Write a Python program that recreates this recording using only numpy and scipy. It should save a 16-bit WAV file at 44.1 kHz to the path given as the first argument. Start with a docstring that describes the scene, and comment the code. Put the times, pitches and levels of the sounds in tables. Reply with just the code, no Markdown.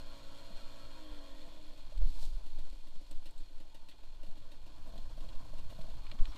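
"""Small two-stroke trail bike on rough grass

Heard from the rider's helmet: it pulls gently, the throttle closes, and it coasts on with stray pops.
Exhaust harmonics and gas noise pass through pipe resonances; piston slaps ring the metal as a rattle.
Bumps boom and knock and the chain slaps, as decaying tones and noise bursts through resonances.
Tyres, grass, twigs and a late scrub are shaped noise; brakes sing as wavering tones with scrape.
Wind is low noise that sways and rumbles on the microphone, growing with the pace and in gusts."""
import sys
import numpy as np
from scipy import signal
from scipy.fft import rfft, irfft, next_fast_len
from scipy.io import wavfile
from scipy.ndimage import uniform_filter1d

SR = 44100
rng = np.random.default_rng(int(sys.argv[2]) if len(sys.argv) > 2 else 0)


def generate_wav(sig):
    """Save sig (samples, or channels by samples) to the path in sys.argv[1] as 16-bit PCM at SR."""
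    pcm = np.round(np.clip(np.atleast_2d(sig).T, -1, 1) * 32767).astype(np.int16)
    wavfile.write(sys.argv[1], SR, pcm)


N = 280917
TIME = np.arange(N) / SR  # s
HIT_SIZE = 8192  # samples in a short sound
TOP_HZ = 15200
SLOW_M_S, IDLE_HZ = 3, 21  # reference pace and reference turns per second

# levels at the slow pace [dB], and their rise for each doubling of speed [dB]; drive also follows the revs
GROUND_DB, GROUND_RISE_DB = -74, 15
DRIVE_DB, DRIVE_RISE_DB = -70.5, 5.5
WIND_DB, WIND_RISE_DB = -61.5, 9
SWAY_DB, SWAY_RISE_DB = -41.5, 3.5
# engine rattle at idle [dB], and its rise for each doubling of the revs [dB]
RATTLE_DB, RATTLE_RISE_DB = -70, 6
# weak firings: chance on each turn, then bark and rasp levels before scatter and the trims in pops()
WEAK_CHANCE, WEAK_DB, WEAK_RASP_DB = .15, -75, -65

# In swell tables, half length is the time from the height to a fall of 1/e.
# Resonance levels and spectrum levels are relative within their table.

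# engine under power: (time [s], firing rate [Hz])
POWER_REVS = [(0.06, 57.15), (0.174, 55.55), (0.304, 55.0), (0.45, 56.2), (0.716, 56), (0.902, 54.43),
              (0.972, 52.87), (1.342, 45.06), (1.548, 39.9), (1.8, 34.38)]
# crank while coasting: (time [s], turns per second [Hz])
COAST_REVS = [(1.9, 32.08), (2.5, 27.29), (3.3, 20.78), (4.2, 21.31), (5, 25.88), (6.37, 31.46)]
# exhaust under power: (time [s], level [dB])
EXHAUST_LOAD = [(0, -60), (.92, -59.5), (1.1, -56), (1.38, -60), (1.68, -62.5), (1.76, -64.5), (1.9, -100)]
# pace over the ground: (time [s], speed [m/s])
GROUND_SPEED = [(0, 3.77), (1.2, 2.33), (2.0, 4.45), (3.0, 2.9), (3.95, 3.42), (4.65, 4.4), (5.0, 5.45),
                (5.7, 6.53), (6.37, 5.24)]

# exhaust resonances under power: (frequency [Hz], width at -6 dB [Hz], level [dB])
PIPE_MODES = [(111.5, 17, 2.5), (167.6, 23, -4), (230, 34, -7.5), (272.6, 40, 1.5), (303.2, 22.3, 10),
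              (376, 32, -27), (461, 37, -18), (510.6, 36, 1.5), (557, 19, -1.5), (607, 49, 1.5),
              (671, 24, -1.5), (830, 56, -9), (938, 57, -1.5), (1030, 28, -5), (1070, 39, -14),
              (1105, 42, -6), (1350, 110, -11), (1480, 36, -19), (1630, 77, -11.5), (2020, 100, -29)]
# cylinder fins and casings: (frequency [Hz], width [Hz], level [dB])
METAL_MODES = [(1504, 49, -1.5), (1950, 25, -4), (2506, 94, 3), (2890, 180, -1), (3285, 144, 2),
               (3576, 580, 6), (4200, 195, 11), (5360, 400, -9), (6120, 120, -13), (6680, 690, -4.5),
               (7510, 270, -8), (8170, 200, -5), (10100, 320, -4.5), (11440, 1200, -5.5)]
# fins that sing in part of the rev range:
# (frequency [Hz], width [Hz], level [dB], at firing rate [Hz], spread as standard deviation [Hz])
SINGING_FINS = [(4220, 130, -69.5, 58.4, 3.2), (3224, 38, -70, 49.9, 3.8), (3480, 51, -76, 43.6, 7.3),
                (1870, 150, -74.5, 47.3, 6.8), (1340, 70, -77, 55.5, 3)]
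# ring of a lone firing in the silencer: (frequency [Hz], width [Hz], level [dB])
BARK_MODES = [(163, 36, -7.5), (224, 21, -17.5), (296.7, 22.2, -6), (567.6, 54, 1), (629, 40, -5),
              (895, 79, -16), (1057, 25, -28)]
# ring of cylinder and airbox in a lone firing: (frequency [Hz], width [Hz], level [dB])
RASP_MODES = [(910, 70, 5.5), (1477, 120, -5), (1930, 91, 2.5), (2870, 520, 5.5), (3650, 320, 6),
              (4170, 160, 1), (7000, 790, -16), (8060, 160, -6), (11200, 2500, -24)]
# chain guard and swingarm: (frequency [Hz], width [Hz], level [dB])
GUARD_MODES = [(200, 45, 4), (583, 64, 3), (641, 51, 6.5), (714, 100, -26), (1062, 58, -5.5)]
# ring of the scrubbing tyre and rim: (frequency [Hz], width [Hz], level [dB])
TYRE_MODES = [(660, 63, -4), (860, 64, -5), (1076, 90, 2), (3280, 310, -7), (4300, 190, -7)]

# strong stray firings, before the trims in pops(): (time [s], bark peak [dB], rasp peak [dB])
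STRONG_POPS = [(1.775, -57, -65), (1.833, -53.5, -76), (1.92, -48.5, -66), (2.015, -44.5, -61),
               (2.224, -49, -67), (2.46, -53, -58.5), (2.584, -48.5, -54.5), (2.724, -51, -67),
               (2.868, -51.5, -71), (3.009, -52.5, -70), (3.109, -49, -57), (3.256, -50, -53),
               (3.402, -52, -65), (3.502, -56, -75), (3.6, -51, -60), (3.744, -51, -56.5),
               (3.886, -52.5, -55.5), (4.032, -56, -65), (4.231, -47.5, -57.5), (4.372, -53, -62),
               (4.516, -52, -56.5), (4.663, -55, -61), (5.204, -54, -58), (5.35, -61, -59),
               (5.533, -51, -63), (5.581, -54, -58.5), (5.699, -58, -56), (5.898, -54, -57.5),
               (6.121, -49, -77)]
# loose parts knocking, before the trim in bumps():
# (time [s], peak [dB], decay [s], treble tilt [dB per octave])
LOOSE_KNOCKS = [(1.976, -51, 0.0059, -3), (2.101, -53, 0.0022, 5), (2.699, -53, 0.0041, 0),
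                (2.957, -57, 0.0026, -8), (3.111, -48.5, 0.0053, 6), (3.308, -54, 0.0036, 3),
                (3.377, -56.5, 0.014, 3.5), (3.747, -61, 0.0066, 10), (3.913, -55, 0.016, -13),
                (4.977, -51, 0.0061, -5), (5.287, -51, 0.011, -8), (5.329, -53, 0.0051, -9),
                (5.811, -52, 0.009, -8), (6.066, -48, 0.0035, -15), (6.097, -54, 0.0037, -13),
                (6.114, -41.5, 0.0044, -13), (6.188, -53, 0.0055, -22), (6.254, -41, 0.0017, -13)]
# suspension thuds: (time [s], peak [dB], pitch [Hz])
SUSPENSION_THUDS = [(0.503, -53.5, 183), (0.619, -56, 198), (1.458, -60, 119.2), (2.025, -60.5, 190),
                    (2.055, -44, 111), (2.062, -51.5, 166), (2.065, -54, 239.5), (2.2, -59, 160),
                    (2.589, -64, 136), (2.955, -57.5, 191), (4.276, -53.5, 220), (4.87, -58, 186),
                    (4.963, -51, 212), (5.591, -61, 210.8), (5.786, -47, 160), (6.04, -58, 293),
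                    (6.14, -51.5, 215), (6.2, -46, 182), (6.272, -53.5, 297), (6.342, -52, 302)]
# the helmet jolted by big bumps: (time at the height [s], half length [s], peak [dB], pitch [Hz])
HELMET_BOOMS = [(1.124, 0.027, -41.5, 36), (1.997, 0.037, -27, 30), (2.056, 0.03, -14, 14.3),
                (2.087, 0.038, -45, 48), (2.283, 0.094, -51, 40), (2.365, 0.025, -30, 26),
                (2.595, 0.055, -36, 16), (2.719, 0.068, -40.5, 29)]
# the slack chain slapping its guard over ruts: (time [s], peak [dB])
CHAIN_SLAPS = [(0.4, -54), (0.505, -51), (4.232, -56), (4.271, -53), (4.291, -56), (4.856, -59),
               (4.873, -47.5), (4.891, -50), (4.937, -47.5), (4.956, -46.5), (4.971, -58), (4.986, -52),
               (5.056, -60), (5.177, -47), (5.242, -53), (5.346, -53.5), (5.534, -47.5), (5.712, -49),
               (5.725, -47.5), (5.788, -44.5), (5.808, -48), (5.841, -54), (5.855, -52), (5.883, -49)]
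# brakes singing briefly: (start [s], length [s], pitch [Hz], level at the height [dB])
BRAKE_SQUEALS = [(2.146, 0.14, 914, -64), (3.643, 0.33, 892, -74), (6.272, 0.055, 5500, -69)]
# tyres scrubbing into the turn: (time at the height [s], half length [s], level [dB])
TYRE_SCRUBS = [(6.08, 0.059, -56), (6.194, 0.01, -54), (6.275, 0.06, -55.5), (6.345, 0.029, -52),
               (6.378, 0.025, -46.5)]
# tall grass sweeping along the bike: (time at the height [s], half length [s], level [dB])
GRASS_SWEEPS = [(2.2, 0.16, -63), (2.24, 0.034, -58), (2.85, 1, -74.5), (5.4, 0.7, -77.5),
                (6.29, 0.067, -71), (6.37, 0.021, -64)]
# gusts on the microphone, the sway stretched further in wind():
# (time at the height [s], half length [s], rumble [dB], slow sway [dB])
WIND_GUSTS = [(0, 0.035, -49, -35.5), (0.148, 0.059, -55, -70), (0.607, 0.05, -61, -32.5),
              (0.852, 0.028, -49, -45), (1.274, 0.45, -57, -42.5), (1.844, 0.033, -46, -49),
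              (2.034, 0.046, -32, -18), (2.274, 0.16, -43, -26.5), (2.618, 0.067, -53, -26.5),
              (3.114, 0.19, -55.5, -30.5), (3.477, 0.15, -62, -36), (4.134, 0.044, -54, -45),
              (4.288, 0.1, -64, -32.5), (4.987, 0.14, -50, -53), (5.359, 0.33, -52.5, -32.5),
              (5.606, 0.054, -50, -34.5), (5.924, 0.15, -45.5, -34.5), (6.214, 0.016, -53, -17),
              (6.275, 0.05, -40, -36)]

# slow pressure sway of the wind: (frequency [Hz], spectrum level [dB])
SWAY_COLOUR = [(1, -2), (4, -8.5), (7, 1), (11, 1), (18, -15), (30, -45.5), (60, -138.5)]
# wind rumble: (frequency [Hz], spectrum level [dB])
RUMBLE_COLOUR = [(10, -32), (22, -2), (40, -2), (53, -8), (68, -50.5), (110, -28.5), (600, -111)]
# tyres drumming on the ground: (frequency [Hz], spectrum level [dB])
GROUND_COLOUR = [(30, -26), (65, 6), (105, 7.5), (150, -1), (220, -6.5), (380, -49), (1000, -41.5)]
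# chain and gears churning: (frequency [Hz], spectrum level [dB])
DRIVE_COLOUR = [(120, -28), (230, 2), (305, 5), (385, -11), (500, 1.5), (680, 0.5), (780, -5), (900, -1.5),
                (1060, 1), (1230, -10), (1500, -6.5), (2050, -18), (5000, -16), (15000, -33)]
# hiss of a knocking part: (frequency [Hz], spectrum level [dB])
HISS_COLOUR = [(500, -28), (1500, -2), (2800, 1.5), (4300, 18), (5500, -12), (8300, 16), (9300, -33),
               (10500, -22), (15000, -46)]
# grass and snapping stems: (frequency [Hz], spectrum level [dB])
GRASS_COLOUR = [(800, -41), (2500, -11.5), (4200, -0.5), (6000, -10.5), (8300, -10.5), (11000, -17.5),
                (15000, -19.5)]
# grit under the scrubbing tyres: (frequency [Hz], spectrum level [dB])
SCRUB_COLOUR = [(250, -26), (550, 0), (800, 7.5), (1100, 14.5), (1600, 3), (2500, 2), (4000, 3),
                (5000, -5.5), (7000, -25), (10000, -37), (15000, -32)]


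def exhaust(hz, turns, gas_db=-10.5, gas_turns=0.97, waver_db=4.5, dull_db=14, odd_db=-4, count=36):
    """The harmonics of the firing rate slide through the pipe's resonances; rough gas follows each firing."""
    grid = np.arange(1, SR / 8)
    pipe = pipe_gain(grid)
    live = TIME < EXHAUST_LOAD[-1][0]
    revs = hz[live]
    strength = flutter(50, 1.6)[live]
    tone = np.zeros(N)
    for k in range(1, count + 1):
        # random phases: the silencer smears each firing over the whole turn
        phase = 2 * np.pi * (k * turns[live] + rng.random())
        # the low harmonics hold steady, the upper ones waver
        unsteady = np.clip((k - 7) / 10, .12, 1.1)
        waver = (strength * flutter(22.504, waver_db)[live]) ** unsteady
        # the harmonics above 600 Hz fade as the revs fall
        octaves_up = np.log2(np.maximum(k * revs / 600, 1))
        dull = undb(dull_db * np.log2(revs / hz[0]) * octaves_up)
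        # the port opens and shuts on each turn: two jolts, which favour the even harmonics
        parity = undb(odd_db * (k % 2))
        tone[live] += parity * np.interp(k * revs, grid, pipe) * dull * waver * np.sin(phase)
    puffs = noise() * np.exp(-(turns % 1) / gas_turns)
    puffs = colour(puffs, [(100, 1), (200, -6.5), (350, -12), (600, 2.5), (1000, 0.5), (1500, 14.0),
                           (2500, -11), (6000, -5)])
    puffs = padded(puffs)
    gas = irfft(rfft(puffs) * pipe_gain(freqs(puffs)))[:N]
    # the gas flow falls with the revs
    flow = undb(gas_db) * unit(gas) * (hz / hz[0]) ** 2
    return (even(tone, 0.075) + flow) * undb(curve(EXHAUST_LOAD))


def pipe_gain(f):
    """Each resonance acts twice, in pipe and silencer, so the valleys between them are deep."""
    return sum(undb(db) / (1 + ((f * f - hz * hz) / (f * width)) ** 2) for hz, width, db in PIPE_MODES)


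def pumping(turns, level_db=-75, puff_turns=0.62, speed_db=0.41, shut_s=1.04):
    """With the throttle closing, the piston still pumps a soft puff of air through the pipe on every turn."""
    puffs = noise() * np.exp(-(turns % 1) / puff_turns) * flutter(25, 1.8)
    air = ring(puffs, [(306.0, 64, 2.5), (387.0, 21, -3.5), (422.0, 19, -16), (652.0, 180, -6),
                       (856.0, 24, 1.5), (1410, 46, -22)])
    air = colour(air, [(950, 11), (1200, -15), (1450, 5), (2000, -26)])
    closed = np.clip(TIME - shut_s, 0, 1)  # fades in over one second
    revs = curve(COAST_REVS)
    return unit(air) * undb(level_db + speed_db * (revs - revs.min())) * closed


def rattle(hz, turns, slap_turns=0.33, slap=1.5, scatter_db=6.5):
    """The piston slaps twice a turn and rings the metal, louder with the revs; some fins sing at certain revs."""
    slap_decay = np.exp(-(2 * turns % 1) / slap_turns)
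    slaps = 1.5 + slap * slap_decay * np.tanh(flutter(60, scatter_db))
    metal = ring(noise() * slaps * flutter(35, 1.0), METAL_MODES)
    metal = colour(metal, [(500, 12), (1400, 4), (9000, -2.5), (12500, -10.0), (15000, -7.5)])
    out = metal * undb(RATTLE_DB + RATTLE_RISE_DB * np.log2(hz / IDLE_HZ))
    for fin_hz, width, db, revs, spread in SINGING_FINS:
        fin = ring(noise() * slaps * flutter(47.9, 2.0), [(fin_hz, width, 0)])
        fin = ring(fin, [(fin_hz, 600, 0)])  # a broad second pass thins the skirts
        near = np.exp(-((hz - revs) / spread) ** 2 / 2)
        out = out + unit(fin) * undb(db) * near
    return out


def pops(crank_hz, turns, bark_trim_db=-1, rasp_trim_db=6.0, crackle_db=16, vary_db=2, lead_s=.001,
         gas_share=0.35, tilt_db=2.2, even_hz=28):
    """Unburnt charge fires now and then: a soft bark in the pipe and a rasp from the cylinder."""
    out = np.zeros(N)
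    t = TIME[:HIT_SIZE]
    for s, bark_db, rasp_db in list(STRONG_POPS) + weak_firings(turns):
        # a slow crank opens the port gently, so the bark is deeper
        tilt = tilt_db * np.clip(np.interp(s, TIME, crank_hz) - even_hz, -2, 4)  # dB per octave
        bark = 0
        for hz, width, gain in BARK_MODES:
            size = undb(gain + tilt * np.log2(max(hz / 300, 1)) + rng.standard_normal())
            phase = hz * (1 + 0.0089 * rng.standard_normal()) * t + rng.random()
            bark = bark + size * np.exp(-np.pi * width * t) * np.sin(2 * np.pi * phase)
        bark = bark * (1 - np.exp(-(t / 0.0052) ** 2))
        gas = colour(burst(0.0017, 0.0088), [(100, -33), (300, -8), (650, 7.0), (1000, -1.0), (2000, 10.5)])
        gas = ring(gas, BARK_MODES)
        add(out, s - lead_s, peak(unit(bark) + gas_share * unit(gas), bark_db + bark_trim_db))
        # the charge burns in crackles, and no two firings ring alike
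        crackle = burst(0.0017, 0.018) * undb(crackle_db * np.tanh(noise(HIT_SIZE) / 2))
        modes = [(hz, width, gain + vary_db * rng.standard_normal()) for hz, width, gain in RASP_MODES]
        add(out, s - lead_s, peak(ring(crackle, modes), rasp_db + rasp_trim_db))
    return out


def weak_firings(turns, scatter_db=2):
    """Once the throttle is shut, any turn of the crank may fire feebly: rows like those of STRONG_POPS."""
    starts = TIME[1:][np.diff(np.floor(turns)) > 0]
    starts = starts[starts > POWER_REVS[-1][0]]
    luck = rng.random(256)
    spread = scatter_db * noise(256)
    return [(s, WEAK_DB + off, WEAK_RASP_DB + off)
            for s, draw, off in zip(starts, luck, spread) if draw < WEAK_CHANCE]


def booms():
    """The big bumps shake the helmet through a few deep swings."""
    return sum(swells([(s, half_s, db)]) * np.cos(2 * np.pi * hz * (TIME - s))
               for s, half_s, db, hz in HELMET_BOOMS)


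def bumps(knock_trim_db=2.5, hiss=0.99, snap=3.8):
    """Ruts thump the frame and make loose parts knock."""
    out = np.zeros(N)
    for s, db, decay_s, tilt in LOOSE_KNOCKS:
        # one hard strike amid a short chatter of the part
        strike = signal.unit_impulse(HIT_SIZE, 64)
        contact = snap * strike + burst(0.0011, decay_s)
        knock = unit(ring(contact, METAL_MODES)) + hiss * colour(contact, HISS_COLOUR)
        slope = [(2500, -tilt), (10000, tilt)]  # two octaves apart
        add(out, s, peak(colour(knock, slope), db + knock_trim_db))
    for s, db, hz in SUSPENSION_THUDS:
        add(out, s, peak(thump(hz), db))
    return out


def thump(hz, rise_s=0.0079, decay_s=0.016, rough=1.0):
    """The suspension takes a blow and the frame swings a few times at one pitch, with a rough noisy push."""
    t = TIME[:HIT_SIZE]
    swing = np.sin(2 * np.pi * hz * t) * (1 - np.exp(-(t / rise_s) ** 2)) * np.exp(-t / decay_s)
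    push = colour(burst(0.0026, 0.013), [(50, 6), (100, 12.5), (260, -0.5), (400, -7.5), (2000, -5)])
    return unit(swing) + rough * unit(ring(push, [(hz, 130, 0)]))


def chain(scatter_db=-1.0, detune=0.015, contact_s=0.0026, lead_s=0.00099, tick_db=-13):
    """Ruts whip the slack chain against its guard in hollow knocks; each lands on another spot."""
    out = np.zeros(N)
    t = TIME[:HIT_SIZE]
    for s, db in CHAIN_SLAPS:
        knock = 0
        for hz, width, gain in GUARD_MODES:
            phase = hz * (1 + detune * rng.standard_normal()) * t
            size = undb(gain + scatter_db * rng.standard_normal())
            knock = knock + size * np.exp(-np.pi * width * t) * np.sin(2 * np.pi * phase)
        soft_contact = 1 - np.exp(-(t / contact_s) ** 2)
        add(out, s - lead_s, peak(knock * soft_contact, db))
        tick = ring(burst(0.0013, 0.015), METAL_MODES)
        add(out, s - lead_s, peak(tick, db + tick_db))
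    return out


def squeals(width_hz=35, rough=0.8, waver_db=3.0, wobble_hz=18):
    """A brake drags and sings on one unsteady note, grainier the higher it is."""
    out = np.zeros(N)
    for s, length_s, hz, db in BRAKE_SQUEALS:
        swell = np.sin(np.pi * np.clip((TIME - s) / length_s, 0, 1))
        pitch = hz + wobble_hz * wander(120)
        note = flutter(76, waver_db) * np.sin(2 * np.pi * np.cumsum(pitch) / SR)
        # the scrape is width_hz wide at 1 kHz and widens with the pitch
        scrape = unit(ring(noise(), [(hz, width_hz * hz / 1000, 0)]))
        out += undb(db) * swell * unit(note + rough * np.sqrt(hz / 1000) * scrape)
    return out


def rolling(turns_hz, chain_rise_db=3):
    """Tyres drum on the ground while chain and gears churn; both grow with the pace, the gears also with revs."""
    ground = even(colour(noise() * flutter(30, 2.0), GROUND_COLOUR), 0.36)
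    drive = colour(noise() * flutter(70, 2.67), DRIVE_COLOUR)
    revs_gain = undb(chain_rise_db * np.log2(turns_hz / IDLE_HZ))
    return ground * paced(GROUND_DB, GROUND_RISE_DB) + drive * paced(DRIVE_DB, DRIVE_RISE_DB) * revs_gain


def brushing(grit_db=6, lug_db=2.5, carcass=0.43):
    """Stalks flick along the bike as grainy noise; grit scrubs under the tyres as flickering noise and rings them."""
    stalks = noise() * flutter(500, 2.8)
    # the fastest flutter ends after about 4.5 s and holds one gain; the slower one flickers through the scrub
    stones = noise() * flutter(900, grit_db) * flutter(90, lug_db)
    crunch = colour(stones, SCRUB_COLOUR) + carcass * unit(ring(stones, TYRE_MODES))
    return colour(stalks, GRASS_COLOUR) * swells(GRASS_SWEEPS) + unit(crunch) * swells(TYRE_SCRUBS)


def twigs(level_db=-80, spread_db=3.0, count=300):
    """Dry stems snap against the bike in the tall grass: many faint ticks and a few clear ones."""
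    ticks = np.zeros(N)
    places, sizes = rng.random((count, 2)).T
    ticks[(places * N).astype(int)] = undb(-spread_db * np.log(np.maximum(sizes, .03)))
    snaps = signal.fftconvolve(ticks, burst(0.00044, 0.004))[:N]
    return colour(snaps, GRASS_COLOUR) * swells([(3.1, 0.49, level_db)])


def wind(linger=1.45):
    """Large slow eddies sway the pressure at the helmet, smaller ones rumble; both grow with pace and gusts."""
    gusts = np.array(WIND_GUSTS)
    sway_gain = np.hypot(paced(SWAY_DB, SWAY_RISE_DB), swells(gusts[:, [0, 1, 3]], linger))
    rumble_gain = np.hypot(paced(WIND_DB, WIND_RISE_DB), swells(gusts[:, :3]))
    sway = even(colour(noise(), SWAY_COLOUR), 0.16)
    rumble = even(colour(noise(), RUMBLE_COLOUR), 0.066)
    return sway * sway_gain + rumble * rumble_gain


def undb(db):
    """Decibels to gain."""
    return 10 ** (np.asarray(db) / 20)


def curve(rows, axis=1):
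    """One column of a table, joined by straight lines."""
    rows = np.array(rows)
    return np.interp(TIME, rows[:, 0], rows[:, axis])


def paced(db, rise_db):
    """A gain that grows with the speed over the ground."""
    return undb(db + rise_db * np.log2(curve(GROUND_SPEED) / SLOW_M_S))


def swells(rows, stretch=1):
    """A gain that rises and falls in one smooth bell for each row; overlaps add as power."""
    return np.sqrt(sum((undb(db) * np.exp(-((TIME - s) / (half_s * stretch)) ** 2)) ** 2
                       for s, half_s, db in rows))


def wander(rate):
    """A bounded random line that changes course rate times a second, holding still after 4096 points."""
    knots = 2 * np.tanh(noise(4096) / 2)
    return np.interp(TIME * rate, np.arange(len(knots)), knots) / np.std(knots)


def flutter(rate, depth_db):
    """A gain that wanders at random."""
    return undb(depth_db * wander(rate))


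def noise(size=N):
    """White noise."""
    return rng.standard_normal(size)


def burst(rise_s, decay_s):
    """A puff of noise that swells and dies away."""
    t = TIME[:HIT_SIZE]
    return noise(HIT_SIZE) * (1 - np.exp(-(t / rise_s) ** 2)) * np.exp(-t / decay_s)


def unit(x):
    """Scale to rms 1."""
    return x / np.sqrt(np.mean(x ** 2))


def even(x, span_s):
    """Scale to a running rms of about 1."""
    size = int(span_s * SR)
    power = uniform_filter1d(uniform_filter1d(x ** 2, size), size)
    return x / np.sqrt(np.abs(power) + 1e-12)


def peak(x, db):
    """Scale to a peak level."""
    return x * undb(db) / np.abs(x).max()


def add(out, s, x):
    """Mix a short sound in at time s."""
    start = max(int(s * SR), 0)
    out[start:start + len(x)] += x[:max(N - start, 0)]


def freqs(x):
    """Frequency of each spectral bin, kept above zero."""
    return np.maximum(np.arange(len(x) // 2 + 1) * SR / len(x), .1)


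def padded(x):
    """Add silence for tails to ring into."""
    return np.pad(x, (0, 2 * next_fast_len(len(x) // 2 + HIT_SIZE // 2) - len(x)))


def ring(x, modes):
    """Pass through a bank of resonances."""
    f = freqs(padded(x))
    response = sum(undb(db) / (1 + 1j * (f * f - hz * hz) / (f * width)) for hz, width, db in modes)
    return irfft(rfft(padded(x)) * response)[:len(x)]


def colour(x, points):
    """Shape with a smooth spectrum; rms 1."""
    hz, db = np.transpose(points)
    gain = undb(np.interp(np.log(freqs(padded(x))), np.log(hz), db))
    return unit(irfft(rfft(padded(x)) * gain)[:len(x)])


def scene():
    """The crank drives exhaust, pumping, rattle and pops; track and wind join them."""
    hz = curve(list(POWER_REVS) + list(COAST_REVS))
    turns = np.cumsum(hz) / SR
    engine = exhaust(hz, turns) + pumping(turns) + rattle(hz, turns) + pops(hz, turns)
    jolts = booms() + bumps() + chain() + squeals()
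    background = rolling(hz) + brushing() + twigs() + wind()
    return (engine + jolts + background)[None]


def record(dry):
    """A steep low-pass at the helmet's microphone cuts the top."""
    return signal.sosfilt(signal.ellip(14, .2, 70, TOP_HZ, fs=SR, output="sos"), dry)


dry = scene()
out = record(dry)
generate_wav(out)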